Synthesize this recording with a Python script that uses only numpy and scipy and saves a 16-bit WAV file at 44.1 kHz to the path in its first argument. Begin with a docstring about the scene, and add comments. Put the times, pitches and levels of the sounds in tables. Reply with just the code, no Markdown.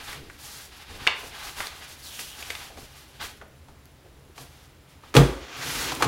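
"""Handling and dropping a package

Fingers rub and pick at a cardboard-backed package on a living room carpet, and a tab snaps free.
The package is lifted and dropped flat on a carton with a hollow thump. It is pushed along the
carton, card scraping on card, and knocked once more. The room echoes briefly over a low rumble."""
import sys
import numpy as np
from scipy import signal
from scipy.fft import rfft, irfft, next_fast_len
from scipy.io import wavfile
from scipy.ndimage import map_coordinates

SR = 44100
rng = np.random.default_rng(int(sys.argv[2]) if len(sys.argv) > 2 else 0)


def dump(signal):
    """Clip the signal to [-1, 1] and save it as 16-bit WAV at the path in sys.argv[1]."""
    limited = np.clip(np.atleast_2d(signal).T, -1, 1)
    pcm = np.round(limited * 32767).astype(np.int16)
    wavfile.write(sys.argv[1], SR, pcm)


N = 267819

# the room's rumble and faint hiss: f/Hz, level/dB
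RUMBLE_SPECTRUM = [(22, -36), (32, -19), (50, -6), (68, -2), (86, -1.5), (102, -15), (135, -5),
                   (170, -15.5), (310, -16), (700, -22), (1650, -25.5), (3600, -29.5), (8600, -38),
                   (15800, -39)]
# a faint electrical whine: f/Hz, level/dB
WHINE_TONES = [(7250, -80), (10650, -75.5)]
# how long the room echoes: f/Hz, t60/s (the time to fade by 60 dB)
ROOM_DECAY = [(100, 0.17), (500, 0.65), (2500, 0.4), (6000, 0.4), (15000, 0.16)]
# first echoes from nearby surfaces: delay/s, level/dB
WALL_ECHOES = [(.0025, -17), (.0098, -32), (0.0212, -22.5)]
# fingers and palms stroke the card: t/s, length/s, rub level/dB, hiss level/dB
STROKES = [(-.02, 0.057, -41, -48), (0.06, 0.058, -39, -45), (0.369, 0.15, -49.5, -44),
           (0.503, 0.11, -48, -44.5), (0.703, 0.056, -49, -52.5), (0.786, 0.033, -47.5, -58),
           (0.859, .11, -45.5, -53), (0.977, 0.076, -40, -50.5), (1.133, 0.14, -44.5, -46.5),
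           (1.306, 0.11, -41.5, -48), (1.399, 0.1, -40.5, -42.5), (1.548, 0.094, -37, -41),
           (1.673, .12, -46.5, -52), (1.804, 0.037, -44.5, -51), (1.86, 0.053, -47.5, -46.5),
           (1.953, 0.32, -51.5, -43.5), (2.179, 0.024, -44.5, -39.5), (2.305, 0.21, -44.5, -45),
           (2.445, .2, -43.5, -46.5), (2.747, 0.08, -51.5, -51), (2.937, 0.056, -52.5, -52.5),
           (3.192, .05, -36, -41), (4.341, 0.082, -51, -50), (4.42, 0.23, -58.5, -62),
           (4.87, 0.052, -61.5, -65), (5.017, 0.067, -53.5, -62.5)]
# the sheet bends in the hands: t/s, length/s, level/dB
BENDS = [(.14, 0.18, -46), (.875, 0.11, -43.5), (1.0, .05, -48), (1.22, 0.023, -46.5), (2.68, 0.14, -50.5),
         (3.19, 0.096, -48.5), (3.405, 0.027, -48), (3.67, 0.032, -52.5), (4.04, 0.041, -53),
         (4.26, 0.04, -53.5), (5.02, 0.086, -53.5)]
# fingers rubbing card: f/Hz, level/dB
RUB_SPECTRUM = [(250, -19), (450, -7.5), (800, 1.5), (1100, -0.5), (1500, 0.5), (2200, 0.5), (3300, 1),
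                (4500, -3.5), (7000, -17.5), (11000, -40)]
# the hiss of skin or card sliding: f/Hz, level/dB
HISS_SPECTRUM = [(2500, -6.5), (4500, 1.5), (6000, 1), (8500, -2.5), (11000, -1.5), (15500, -9)]
# the stiff panel singing under a firm stroke: f/Hz, level/dB
PANEL_SPECTRUM = [(500, -33), (950, -5), (1300, -4.5), (1600, -3), (2400, -30)]
# the sheet flexing: f/Hz, level/dB
FLEX_SPECTRUM = [(80, 15), (160, 2.5), (270, 10), (440, 8), (600, -5.5), (1200, -53)]
# the package is pushed over the carton: t/s, effort/dB
PUSH_EFFORT = [(5.45, -48), (5.676, -34.5), (5.884, -35), (5.988, -40.5), (6.005, -37.5)]
# card scraping on card: f/Hz, level/dB
SCRAPE_SPECTRUM = [(250, -33), (450, -8.5), (800, -2), (1300, 0.5), (2000, 0.5), (3300, -1), (4500, -6),
                   (7000, -9.5), (11000, -46)]
# the carton droning under the push: f/Hz, level/dB
DRONE_SPECTRUM = [(25, -26), (53, 4.5), (95, -14), (138, 2.5), (200, -18), (260, 1), (330, -2.5), (480, -5),
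                  (900, -28)]
# bumps that set hollow cardboard ringing, first the handled package, then the carton: t/s, level/dB
BUMPS = [(0.139, -39.5), (4.16, -47.5), (4.369, -40.5), (5.149, -1.5), (5.56, -38.5), (5.63, -33.5),
         (6.017, -18.5)]
# low tones of the cardboard and the room: f/Hz, level/dB, rise/s, t60/s
THUMP_TONES = [(52.8, -16.5, .06, 0.43), (69.5, -26.5, 0.015, 0.79), (121.5, -11.5, 0.032, 0.22),
               (136.6, -5, 0.057, 0.18), (170.7, -15.5, 0.046, 0.25), (227.6, -24, 0.03, 0.39),
               (265.8, -14.5, 0.034, 0.32), (288, -28.5, 0.017, 0.49), (294, -27, 0.058, 0.34),
               (362, -23.5, 0.0054, 0.54), (388, -23, 0.037, 0.5), (425.5, -14, 0.0041, 0.32),
               (475, -14.5, 0.052, 0.23), (493, -25, 0.021, 0.35), (535, -33.5, 0.033, 0.94),
               (587, -28, 0.056, 0.19), (690, -20, 0.032, 0.22), (825, -30, 0.029, 0.37),
               (1202, -23, 0.013, 0.28)]
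# edges slapping down on the carton: t/s, level/dB, t60/s
SLAPS = [(5.141, -35, 0.35), (5.151, -16, 0.29), (5.167, -10.5, 0.091), (5.17, -23, 0.59),
         (6.023, -28.5, .25)]
# the noise of one slap: f/Hz, level/dB
SLAP_SPECTRUM = [(100, -16), (300, 13), (800, 3.5), (1500, 1), (2300, -4), (3400, -7), (5000, -11),
                 (9000, -14.5), (15500, -22.5)]
# snaps and taps of the card: t/s, level/dB, f/Hz, click level within the tap/dB
TAPS = [(.129, -24.5, 1980, -1), (.299, -31, 1460, -10), (1.0683, -6, 1950, -11), (1.0736, -1.5, 2650, -26),
        (1.0765, -15, 900, -14), (1.232, -31.5, 644, -20), (1.603, -18, 1400, -4), (1.67, -20, 4500, -2),
        (2.192, -24, 2300, -10), (2.426, -24, 2500, -8), (2.503, -17.5, 1940, -3), (2.552, -22, 2600, -5),
        (2.701, -35, 650, -19), (2.772, -34.5, 750, -2), (3.414, -31.5, 1500, -12),
        (3.419, -35.5, 560, -14), (3.683, -38.5, 750, -7), (3.856, -37.5, 10600, 3.5),
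        (4.055, -42.5, 565, -11), (4.378, -32.5, 920, 0.5), (5.036, -36.5, 980, -11),
        (5.1408, -21.5, 1210, 4.5), (5.1663, -1.5, 3360, -7.5), (5.919, -19.5, 960, 0),
        (5.951, -19, 7040, -13), (6.006, -19, 860, -19), (6.023, -5.5, 1140, -1.5), (6.041, -19, 820, 3.5)]
# the sharp click of a tap: f/Hz, level/dB
CLICK_SPECTRUM = [(90, -24), (220, -6), (450, 4.5), (1000, -0.5), (3500, -1), (6000, -5.5), (10000, -12.5),
                  (15500, -27)]

RUB_FADE_DB_PER_S, HISS_FADE_DB_PER_S, BEND_FADE_DB_PER_S = 163, 185, 168  # once the hand stops


def amp(db):
    """Turn decibels into a gain."""
    return 10 ** (np.asarray(db) / 20)


def unit(x):
    """Scale x to an average strength (rms) of 1."""
    return x / np.sqrt(np.mean(x ** 2) + 1e-20)


def along(points, hz):
    """Read between (f/Hz, value) points on a log frequency axis."""
    freqs, values = np.transpose(points)
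    return np.interp(np.log(hz + 1), np.log(freqs), values)


def gain_curve(rows):
    """A gain through (t/s, level/dB) points, fading out before and after them."""
    times, levels = np.transpose(rows)
    t = np.arange(N) / SR
    outside_s = np.maximum(times[0] - t, 0) + np.maximum(t - times[-1], 0)
    return amp(np.interp(t, times, levels) - 49 * outside_s)


def filtered(x, response):
    """Scale each frequency in x by response(hz)."""
    size = next_fast_len(len(x) + SR // 4)
    return irfft(rfft(x, size) * response(np.fft.rfftfreq(size, 1 / SR)), size)[:len(x)]


def coloured(x, spectrum):
    """Shape x with a spectrum and scale it to rms 1."""
    return unit(filtered(x, lambda hz: amp(along(spectrum, hz))))


def noise(spectrum, samples=N):
    """Noise of rms 1 with the given spectrum."""
    return coloured(rng.standard_normal(samples), spectrum)


def wobble(rate):
    """A smooth curve through `rate` random points a second."""
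    points = rng.standard_normal(int(N * rate / SR) + 4)
    return map_coordinates(points, [np.arange(N) * rate / SR])


def add(track, start, sound):
    """Mix a sound into the track, `start` seconds in."""
    part = track[max(round(start * SR), 0):][:len(sound)]
    part += sound[:len(part)]


def gesture(start, length, fade_db_per_s, rise_share=0.55):
    """Gain of one hand movement: it swells for a share of its length, holds, then fades."""
    t = np.arange(N) / SR - start
    swell = np.sin(np.pi / 2 * np.clip(t / (rise_share * length), 0, 1))
    return swell * amp(-fade_db_per_s * np.maximum(t - length, 0))


def gestures(rows, fade_db_per_s):
    """Joint gain of (t/s, length/s, level/dB) movements; overlapping ones add in power."""
    return np.sqrt(sum((amp(db) * gesture(s, length, fade_db_per_s)) ** 2 for s, length, db in rows))


def background():
    """The room's steady rumble and faint hiss, with a fuzzy electrical whine."""
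    t = np.arange(N) / SR
    whine = np.zeros(N)
    for hz, db in WHINE_TONES:
        fuzz = noise([(50, 13), (300, -19), (900, -68)])
        whine += amp(db) * unit(fuzz * np.sin(2 * np.pi * hz * t))
    return amp(-52.5) * noise(RUMBLE_SPECTRUM) + whine


def room(x, tail_db):
    """Add the room's first echoes and a soft tail that lasts longest in the middle pitches."""
    hz, t, bands = signal.stft(rng.standard_normal(SR // 2), SR, nperseg=256)
    fade = amp(-60 * t / along(ROOM_DECAY, hz)[:, None])
    tail = signal.istft(bands * fade, SR, nperseg=256)[1]
    echoes = amp(tail_db) * np.pad(tail / np.linalg.norm(tail), (SR // 250, 0))  # starts 4 ms late
    for delay, db in WALL_ECHOES:
        echoes[round(delay * SR)] += amp(db)
    return x + signal.fftconvolve(x, echoes)[:len(x)]


def friction(spectrum, catches_per_s, catch_db, uneven_db):
    """Paper fibres rub: countless tiny slips and a few stronger catches, under uneven pressure."""
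    catches = (rng.random(N) < catches_per_s / SR) * rng.standard_normal(N)
    slips = rng.standard_normal(N) + amp(catch_db) * unit(catches)
    pressure = amp(uneven_db * wobble(45))
    return coloured(room(slips * pressure, tail_db=-10.5), spectrum)


def squeak():
    """A fingertip slips fast and unevenly along the card's edge; the pitch falls as it slows."""
    start_s, length_s, slowing_s = 2.015, 0.31, 0.074
    start_hz, end_hz = 4670, 3110
    t = np.arange(N) / SR
    speed = np.exp(-((t - start_s) / slowing_s) ** 2)
    phase = 2 * np.pi * np.cumsum(end_hz + (start_hz - end_hz) * speed) / SR
    level = amp(-46) * gesture(start_s, length_s, RUB_FADE_DB_PER_S, rise_share=0.08)
    flutter = noise([(250, -9.5), (600, -13), (1600, -28.5)])
    return level * unit(flutter * np.sin(phase))


def hands():
    """Fingers rub the card, skin hisses over its coating, the panel sings and the sheet flexes."""
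    lift_s, hiss_lag_s = 3.3, 0.0072  # the skin hisses just after the finger bites
    rub_strokes = [(s, length, db) for s, length, db, _ in STROKES]
    hiss_strokes = [(s + hiss_lag_s, length, db) for s, length, _, db in STROKES]
    # the resting hands creep over the card until it is lifted
    grip = gesture(-1, 1 + lift_s, RUB_FADE_DB_PER_S, rise_share=0.1)
    rub = np.hypot(gestures(rub_strokes, RUB_FADE_DB_PER_S), amp(-55.5) * grip)
    hiss = np.hypot(gestures(hiss_strokes, HISS_FADE_DB_PER_S), amp(-60) * grip)
    flex = np.hypot(gestures(BENDS, BEND_FADE_DB_PER_S), amp(-14.5) * rub)  # rubbing bends it too
    panel = amp(-39.5) * (rub / amp(-35)) ** 1.91  # grows 1.91 dB for each dB of rub
    rubbing = amp(-1) * rub * friction(RUB_SPECTRUM, catches_per_s=390, catch_db=-20, uneven_db=1.2)
    hissing = amp(0.5) * hiss * friction(HISS_SPECTRUM, catches_per_s=150, catch_db=-15, uneven_db=1.6)
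    singing = panel * friction(PANEL_SPECTRUM, catches_per_s=150, catch_db=-16, uneven_db=-1.0)
    flexing = amp(-0.5) * flex * friction(FLEX_SPECTRUM, catches_per_s=65, catch_db=-4, uneven_db=3.5)
    return rubbing + hissing + singing + flexing


def slide():
    """Card scrapes over card, hissing more the harder it is pushed; the hollow carton drones below."""
    full_push, drone_lag_s = amp(-33.5), 0.12  # the drone builds up late
    push = gain_curve(PUSH_EFFORT)
    drone = gain_curve([(s + drone_lag_s, db) for s, db in PUSH_EFFORT])
    hiss = full_push * (push / full_push) ** 2.44  # grows 2.44 dB for each dB of effort
    scraping = amp(1.5) * push * friction(SCRAPE_SPECTRUM, catches_per_s=890, catch_db=-7, uneven_db=1.5)
    hissing = amp(1.6) * hiss * friction(HISS_SPECTRUM, catches_per_s=600, catch_db=-9, uneven_db=1.7)
    return scraping + hissing + amp(-3.5) * drone * noise(DRONE_SPECTRUM)


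def taps():
    """Each tap rings a patch of card for a few cycles and crushes its fibres."""
    track, t = np.zeros(N), np.arange(SR // 2) / SR
    for start, db, hz, click_db in TAPS:
        t60 = 0.057 * (hz / 1000) ** -1.07  # smaller, higher patches die away sooner
        onset = 1 - np.exp(-t / (0.2 * t60 ** 2.015))  # longer contacts start more softly
        crush = onset * amp(-60 * t / t60)
        width_hz = 1.09 * hz  # the patch passes a broad band around its pitch
        patch = lambda f: (1j * f * width_hz / (hz * hz - f * f + 1j * f * width_hz)) ** 3
        crunch = filtered(crush * rng.standard_normal(len(t)), patch)
        rattle = unit(crunch) * np.sqrt(np.mean(crush ** 2))
        click = amp(click_db) * crush * noise(CLICK_SPECTRUM, len(t))
        ring = onset * np.sin(2 * np.pi * hz * t) * amp(-60 * t * hz / 12)  # fades in 12 cycles
        add(track, start, amp(db) * room(ring + 0.42 * (rattle + click), tail_db=-8))
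    return track


def slaps():
    """The package meets the carton edge by edge, each a short burst of noise."""
    track, t = np.zeros(N), np.arange(SR // 2) / SR
    for start, db, t60 in SLAPS:
        add(track, start, noise(SLAP_SPECTRUM, len(t)) * amp(db - 60 * t / t60))
    return room(track, tail_db=-13)


def hollow_thumps():
    """After each bump, low tones of the cardboard and the room build up briefly, then die away."""
    track, t = np.zeros(N), np.arange(SR) / SR
    for start, db in BUMPS:
        for hz, tone_db, rise, t60 in THUMP_TONES:
            swell = np.sin(np.pi / 2 * np.minimum(t / rise, 1)) ** 2
            fade = amp(db + tone_db - 60 * np.maximum(t - rise, 0) / t60)
            add(track, start, swell * fade * np.sin(2 * np.pi * (hz * t + rng.random())))
    return track


def scene():
    """Add all the sources into one channel."""
    return (hands() + squeak() + taps() + slaps() + hollow_thumps() + slide() + background())[None]


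def record(dry):
    """Round off the highest peaks and cut the very top of the treble."""
    top_hz = 15850
    rounded = dry[0] / (1 + np.abs(dry[0]) ** 6) ** (1 / 6)
    return filtered(rounded, lambda hz: hz < top_hz)[None]


dry = scene()
out = record(dry)
dump(out)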